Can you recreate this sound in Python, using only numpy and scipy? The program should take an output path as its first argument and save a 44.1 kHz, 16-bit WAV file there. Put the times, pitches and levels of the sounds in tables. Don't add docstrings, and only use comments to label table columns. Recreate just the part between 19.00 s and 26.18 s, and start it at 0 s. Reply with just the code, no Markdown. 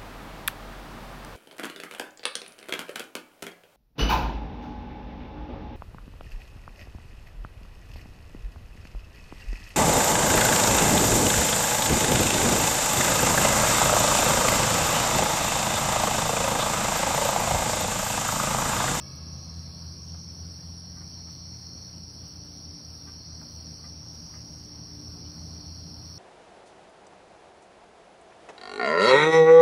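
import sys
import numpy as np
from scipy import signal
from scipy.io import wavfile
from scipy.ndimage import uniform_filter1d

SR = 44100
rng = np.random.default_rng(int(sys.argv[2]) if len(sys.argv) > 2 else 0)


def dump_mix(stems):
    frames = np.atleast_2d(stems).T
    limited = np.clip(frames, -1, 1)
    pcm = np.round(limited * 32767).astype(np.int16)
    wavfile.write(sys.argv[1], SR, pcm)


N = 316638
T = np.arange(N) / SR

# lowest f/Hz, highest f/Hz, level/dB of the lowest and of the highest singer
# re the middle, pulse rate/Hz, duty cycle, throb rate/Hz, throb depth
INSECT_KINDS = [(4110, 4210, -3, 0, 80, .8, 6, .3), (4200, 4540, -9, -7, 81, .8, 9, .3),
                (4620, 5040, -5, -2, 50, .4, 6, .3), (5120, 5750, -16, 0, 93, .85, 18.5, .42),
                (9380, 9560, -2, -3, 60, .4, 9, .5), (10700, 10950, -2, -2, 60, .4, 9, .5)]
# t/s, duration/s, level/dB of kind 1, level/dB of kind 2
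PAIRED_PHRASES = [(0.033, 0.96, -61.5, -59.5), (2.053, .92, -76, -57), (4.075, 0.9, -74, -58),
                  (6.05, 0.78, -69, -60.5)]
# t/s, level/dB
MURMUR = [(0, -59), (3.5, -57.5), (5.4, -61.5), (7.18, -56)]
HELD_SONG = [(0, -47.5), (2.5, -46), (5, -47), (7.18, -47)]
# t/s, duration/s, level/dB
SURGES = [(.05, .3, -60), (.72, .3, -55), (1.45, 0.24, -61), (2.02, 0.25, -58), (2.52, 0.31, -61),
          (3.02, .28, -59), (3.6, 0.32, -61), (4.15, 0.38, -59), (4.6, 0.37, -57), (5.12, .35, -56.5),
          (6.08, .25, -58), (6.5, 0.36, -57)]
HIGH_PHRASES = [(.05, .25, -75), (.4, .7, -80), (2.55, 0.41, -80), (3.2, 0.79, -80), (4.45, 0.47, -80),
                (5.3, 0.47, -83), (6.4, 0.46, -82)]
HIGHEST_PHRASES = [(.55, .26, -77), (1.57, .3, -76), (2.85, 0.25, -81), (3.93, .26, -78), (5.12, 0.27, -78),
                   (6.56, 0.24, -79)]
def chorus(edge_s=.086, step=16):
    start, length, first_db, second_db = np.transpose(PAIRED_PHRASES)
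    efforts = [phrases(zip(start, length, first_db), edge_s, rest_db=-71.5),
               phrases(zip(start, length, second_db), edge_s, rest_db=contour(MURMUR)),
               phrases(SURGES, edge_s, rest_db=-56),
               gain_of(contour(HELD_SONG)),
               phrases(HIGH_PHRASES, edge_s, rest_db=-93),
               phrases(HIGHEST_PHRASES, edge_s, rest_db=-93)]
    out = np.zeros(N)
    for (low_hz, high_hz, *song), effort in zip(INSECT_KINDS, efforts):
        envelope = signal.resample_poly(singers((high_hz - low_hz) / 2, *song, step), step, 1)[:N]
        carrier = np.exp(1j * np.pi * (low_hz + high_hz) * T)
        out += effort * unit_rms((envelope * carrier).real)
    return out


def singers(half_band_hz, lowest_db, highest_db, pulse_hz, duty, throb_hz, depth, step, count=20):
    t, out = T[::step], 0
    for place in np.linspace(-1, 1, count):
        pace, pulse_phase, throb_pace, throb_phase = rng.random(4)
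        cycle = (pulse_hz * (1 + .08 * (pace - .5)) * t + pulse_phase) % 1
        stroke = np.sin(np.pi * np.minimum(cycle / duty, 1)) ** 2
        throb_turns = throb_hz * (1 + .0583 * (throb_pace - .5)) * t + throb_phase
        throb = 1 + depth * np.sin(2 * np.pi * throb_turns)
        turns = np.cumsum(place * half_band_hz + 40 * drift(16, step)) * step / SR
        level_db = lowest_db * max(-place, 0) + highest_db * max(place, 0) + .38 * drift(4, step, .202)
        song = gain_of(level_db) * throb * stroke * np.exp(2j * np.pi * turns)
        out = out + .83 * song + foliage(song, t60=.14, rate=SR / step)
    return out


# t/s, duration/s, level/dB
BUZZ_PHRASES = [(.3, .39, -68), (.98, .32, -66), (2.48, 0.42, -71), (5.01, 0.68, -67), (6.37, 0.2, -69),
                (6.72, 0.22, -73)]
def buzz(wing_hz=6345, stroke_hz=158, sharpness=.85):
    stroke_turns = np.cumsum(stroke_hz + 9.4 * drift(4)) / SR
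    strokes = np.exp(sharpness * np.cos(2 * np.pi * stroke_turns))
    uneven = gain_of(3 * drift(90, slowest=.15))
    tone = np.sin(2 * np.pi * np.cumsum(wing_hz + 28 * drift(60, slowest=.1)) / SR)
    return unit_rms(strokes * uneven * tone) * phrases(BUZZ_PHRASES, edge_s=.035)


# t/s, firing f/Hz, level/dB
NEAR_ENGINE = [(0, 81.6, -46), (.3, 82.1, -39.5), (1.2, 84.5, -40.5), (2, 86.5, -42.5), (3, 85.5, -47.5),
               (4, 83, -47), (4.7, 81.5, -44), (5.5, 83, -51), (6.4, 84, -42), (7.18, 85, -44.5)]
IDLING_ENGINE = [(0, 76.54, -54), (1.3, 77.34, -52.5), (3, 78.36, -57.5), (5, 78.3, -52.5),
                 (6.2, 77.28, -53), (7.18, 76.75, -52)]
SLOWING_ENGINE = [(0, 66.4, -51.5), (.5, 65.7, -52.5), (1, 64.8, -57), (2, 62.8, -56.5), (3, 59.18, -56),
                  (4, 57.96, -60.5), (5, 57.68, -58), (6, 58.61, -55), (7.18, 58.2, -58)]
# multiple of the firing rate, level/dB re the engine's level
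NEAR_ORDERS = [(1, -4), (2, -9.5), (3, -25)]
IDLING_ORDERS = [(1, -4), (2, -3.5), (3, -12), (4, -19)]
SLOWING_LOW = [(1, -4), (2, 2.5), (3, -4.5)]
SLOWING_HIGH = [(3, -1), (4, -5.5), (5, -1.5), (6, -13), (7, -15.5)]
# t/s, gain/dB
RASP = [(0, -16), (2.8, -10.5), (3.6, 3), (5.3, -2.5), (5.9, 2.5), (7.18, -1)]
# t/s, rate/Hz, depth
THROB = [(0, 2.6, 0.44), (1, 3.63, 0.2), (3.8, 4.28, 0.4), (4.1, 4.43, 0)]
def engines(first_dip_s=.078):
    times, throb_hz, depth = np.transpose(THROB)
    turns = np.cumsum(np.interp(T, times, throb_hz)) / SR - throb_hz[0] * first_dip_s
    throb = 1 - np.interp(T, times, depth) * np.cos(2 * np.pi * turns)
    near = engine(NEAR_ENGINE, NEAR_ORDERS, waver_hz=.26, flutter_db=1.7)
    idling = engine(IDLING_ENGINE, IDLING_ORDERS, waver_hz=.58, flutter_db=2.4)
    slowing = engine(SLOWING_ENGINE, SLOWING_LOW, waver_hz=.43, flutter_db=2.7)
    rasp = engine(SLOWING_ENGINE, SLOWING_HIGH, waver_hz=.54, flutter_db=2.3)
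    return throb * near + idling + slowing + gain_of(contour(RASP)) * rasp


def engine(running, orders, waver_hz, flutter_db):
    times, hz, db = np.transpose(running)
    turns = np.cumsum(np.interp(T, times, hz) + waver_hz * drift(12, slowest=.25)) / SR
    harmonics = sum(gain_of(order_db + flutter_db * drift(14, slowest=.2)) * partial(k * turns)
                    for k, order_db in orders)
    return np.sqrt(2) * gain_of(np.interp(T, times, db)) * harmonics


# t/s, level/dB, top pitch f/Hz, duration/s, tilt/(dB per octave)
CLUCKS = [(1.96, -59.5, 394.6, 0.036, -2), (2.001, -59, 366, 0.031, -4), (2.26, -57.5, 440, 0.04, -4),
          (3.224, -60, 387, 0.023, -5), (4.063, -55, 393, 0.041, -5.5), (4.832, -56.5, 404, 0.035, -2),
          (5.332, -56, 422, 0.037, 1)]
# f/Hz, gain/dB
BEAK_RESPONSE = [(400, -16), (800, -9), (1200, 0), (1700, -4.5), (2100, -1.5), (2600, -20), (3400, -23)]
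def hen():
    out = np.zeros(N)
    for start, db, hz, length, tilt_db in CLUCKS:
        progress = np.linspace(0, 1, round(length * SR))
        turns = np.cumsum(hz * (1 - .365 * (progress - .55) ** 2)) / SR
        voice = sum(gain_of(spectrum_db(BEAK_RESPONSE, k * hz) + tilt_db * np.log2(k / 3))
                    * partial(k * turns) for k in range(1, 9))
        hoarse = 1 + .65 * smooth_noise(len(voice), width=70)
        add(out, start, gain_of(db) * unit_rms(voice * hoarse) * signal.windows.tukey(len(voice), .6))
    return out + gain_of(-4.5) * foliage(out, t60=.25)


# f/Hz, relative level/dB, t60/s
METAL_MODES = [(1104, -1, 7), (1211, -6, 3.5), (1233, -4, 4), (1297, -5, 4), (1642, -8, 3), (1685, -8, 3),
               (2213, -9, 2.8), (2261, -8, 2.8), (2573, -12, 4), (2622, -10, 3.5), (2742, -9, 3),
               (3250, -10, 3), (3430, -11, 2.5)]
def metal(level_db=-64):
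    out = np.zeros(N)
    for hz, db, t60 in METAL_MODES:
        flutter_db = 3.6 * drift(29.6, slowest=.34)
        out += gain_of(level_db + db - 60 * T / t60 + flutter_db) * partial(hz * T)
    return np.sqrt(2) * out


# t/s, base level/dB, treble level/dB re the base
TICKS = [(.154, -63, 7), (1.143, -56, -23), (2.174, -59.5, -12), (2.317, -70, 12), (3.276, -69, 12),
         (3.447, -64, 3), (4.414, -54, -3), (4.793, -66, -20), (6.195, -68, 1)]
def ticks(knock_t60=.1, rustle_t60=.067, rustle_rise_s=.004):
    out, t = np.zeros(N), np.arange(1500) / SR
    dull = signal.butter(3, [550, 1500], "bandpass", fs=SR, output="sos")
    bright = signal.butter(8, 8000, "highpass", fs=SR, output="sos")
    for start, db, treble_db in TICKS:
        noise = rng.standard_normal((2, len(t)))
        knock = unit_rms(signal.sosfilt(dull, noise[0])) * gain_of(4.5 - 60 * t / knock_t60)
        rustle = unit_rms(signal.sosfilt(bright, noise[1])) * gain_of(treble_db - 60 * t / rustle_t60)
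        add(out, start, gain_of(db) * (knock + rustle * np.minimum(t / rustle_rise_s, 1)))
    return out


# t/s, level/dB before roughening and scattering, f/Hz, duration/s
CHIRPS = [(1.745, -72, 9450, .07), (1.765, -75, 10050, .05), (6.245, -76, 3020, .025)]
def chirps():
    out = np.zeros(N)
    for start, db, hz, length in CHIRPS:
        t = np.arange(round(length * SR)) / SR
        rough_tone = (.84 + smooth_noise(len(t), width=140)) * np.sin(2 * np.pi * hz * t)
        add(out, start, gain_of(db) * rough_tone * signal.windows.tukey(len(t), .5))
    return out + 1.8 * foliage(out, t60=.11)


# t/s, level/dB
ROAD_SWELL = [(0, -59.5), (1.2, -61.5), (3.4, -62), (3.8, -60.5), (5, -60.5), (6.6, -59), (7.18, -59.5)]
# f/Hz, relative density level/dB
ROAD_SPECTRUM = [(250, -10), (450, 1), (600, 1.5), (1000, -3), (1500, -8.5), (2200, -22), (3000, -63)]
def road():
    return gain_of(contour(ROAD_SWELL)) * wash(ROAD_SPECTRUM, patchy_db=1.23, flicker_db=0)


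# f/Hz, relative density level/dB
AIR_SPECTRUM = [(25, -32), (45, -36), (60, -1.5), (150, -2), (300, -10.5), (420, -18), (900, -28),
                (1800, -28), (3800, -28), (6000, -24), (6200, -31.5), (6500, -102), (7400, -57),
                (7650, -35.5), (9900, -33), (10300, -37), (10800, -35), (11500, -36), (11900, -38),
                (15600, -39.5)]
def air(level_db=-52):
    return gain_of(level_db) * wash(AIR_SPECTRUM, patchy_db=1.47, flicker_db=1)


def wash(spectrum, patchy_db, flicker_db):
    frames, hz = N // 256 + 5, np.fft.rfftfreq(1024, 1 / SR)
    real, imag, patches = rng.standard_normal((frames, 513, 3)).T
    patches = unit_rms(uniform_filter1d(uniform_filter1d(patches, size=14, axis=0), size=16, axis=1))
    flicker = np.resize(drift(25, step=256), frames) * (hz[:, None] > 7000)
    level_db = spectrum_db(spectrum, hz)[:, None] + patchy_db * patches + flicker_db * flicker
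    spectra = (real + 1j * imag) * gain_of(level_db)
    return unit_rms(signal.istft(spectra, nperseg=1024, noverlap=768)[1][:N])


def foliage(x, t60, rate=SR):
    t = np.arange(round(rate / 3)) / rate
    tail = rng.standard_normal(len(t)) * gain_of(-60 * t / t60)
    return signal.fftconvolve(x, tail / np.linalg.norm(tail))[:len(x)]


def phrases(rows, edge_s, rest_db=-200):
    shapes = [gain_of(db) * np.clip(np.minimum(T - start, start + length - T) / edge_s, 0, 1)
              for start, length, db in rows]
    return np.sqrt(gain_of(rest_db) ** 2 + np.sum(np.square(shapes), axis=0))


def drift(rate_hz, step=1, slowest=.05):
    t = T[::128]
    slow = sum(partial(hz * t) / np.sqrt(hz) for hz in rate_hz * np.geomspace(slowest, 1, num=14))
    return np.interp(T[::step], t, unit_rms(slow))


def partial(turns):
    return np.sin(2 * np.pi * (turns + rng.random()))


def smooth_noise(count, width):
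    return unit_rms(uniform_filter1d(rng.standard_normal(count), size=width))


def contour(points):
    return np.interp(T, *np.transpose(points))


def spectrum_db(points, hz):
    f, db = np.transpose(points)
    return np.interp(np.log(hz + 1), np.log(f + 1), db)


def gain_of(db):
    return 10 ** (np.asarray(db) / 20)


def unit_rms(x):
    return x / np.sqrt(np.mean(x ** 2) + 1e-20)


def add(mix, start_s, sound):
    part = mix[round(start_s * SR):][:len(sound)]
    part += sound[:len(part)]


def scene():
    return (chorus() + buzz() + engines() + metal() + hen() + ticks() + chirps() + road() + air())[None]


def record(dry, bass_cut_hz=48, band_edge_hz=15680):
    highpass = signal.butter(4, bass_cut_hz, "highpass", fs=SR, output="sos")
    lowpass = signal.firwin(1023, band_edge_hz, window=("kaiser", 10), fs=SR)
    return signal.oaconvolve(signal.sosfilt(highpass, dry), lowpass[None], "same")


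dry = scene()
out = record(dry)
dump_mix(out)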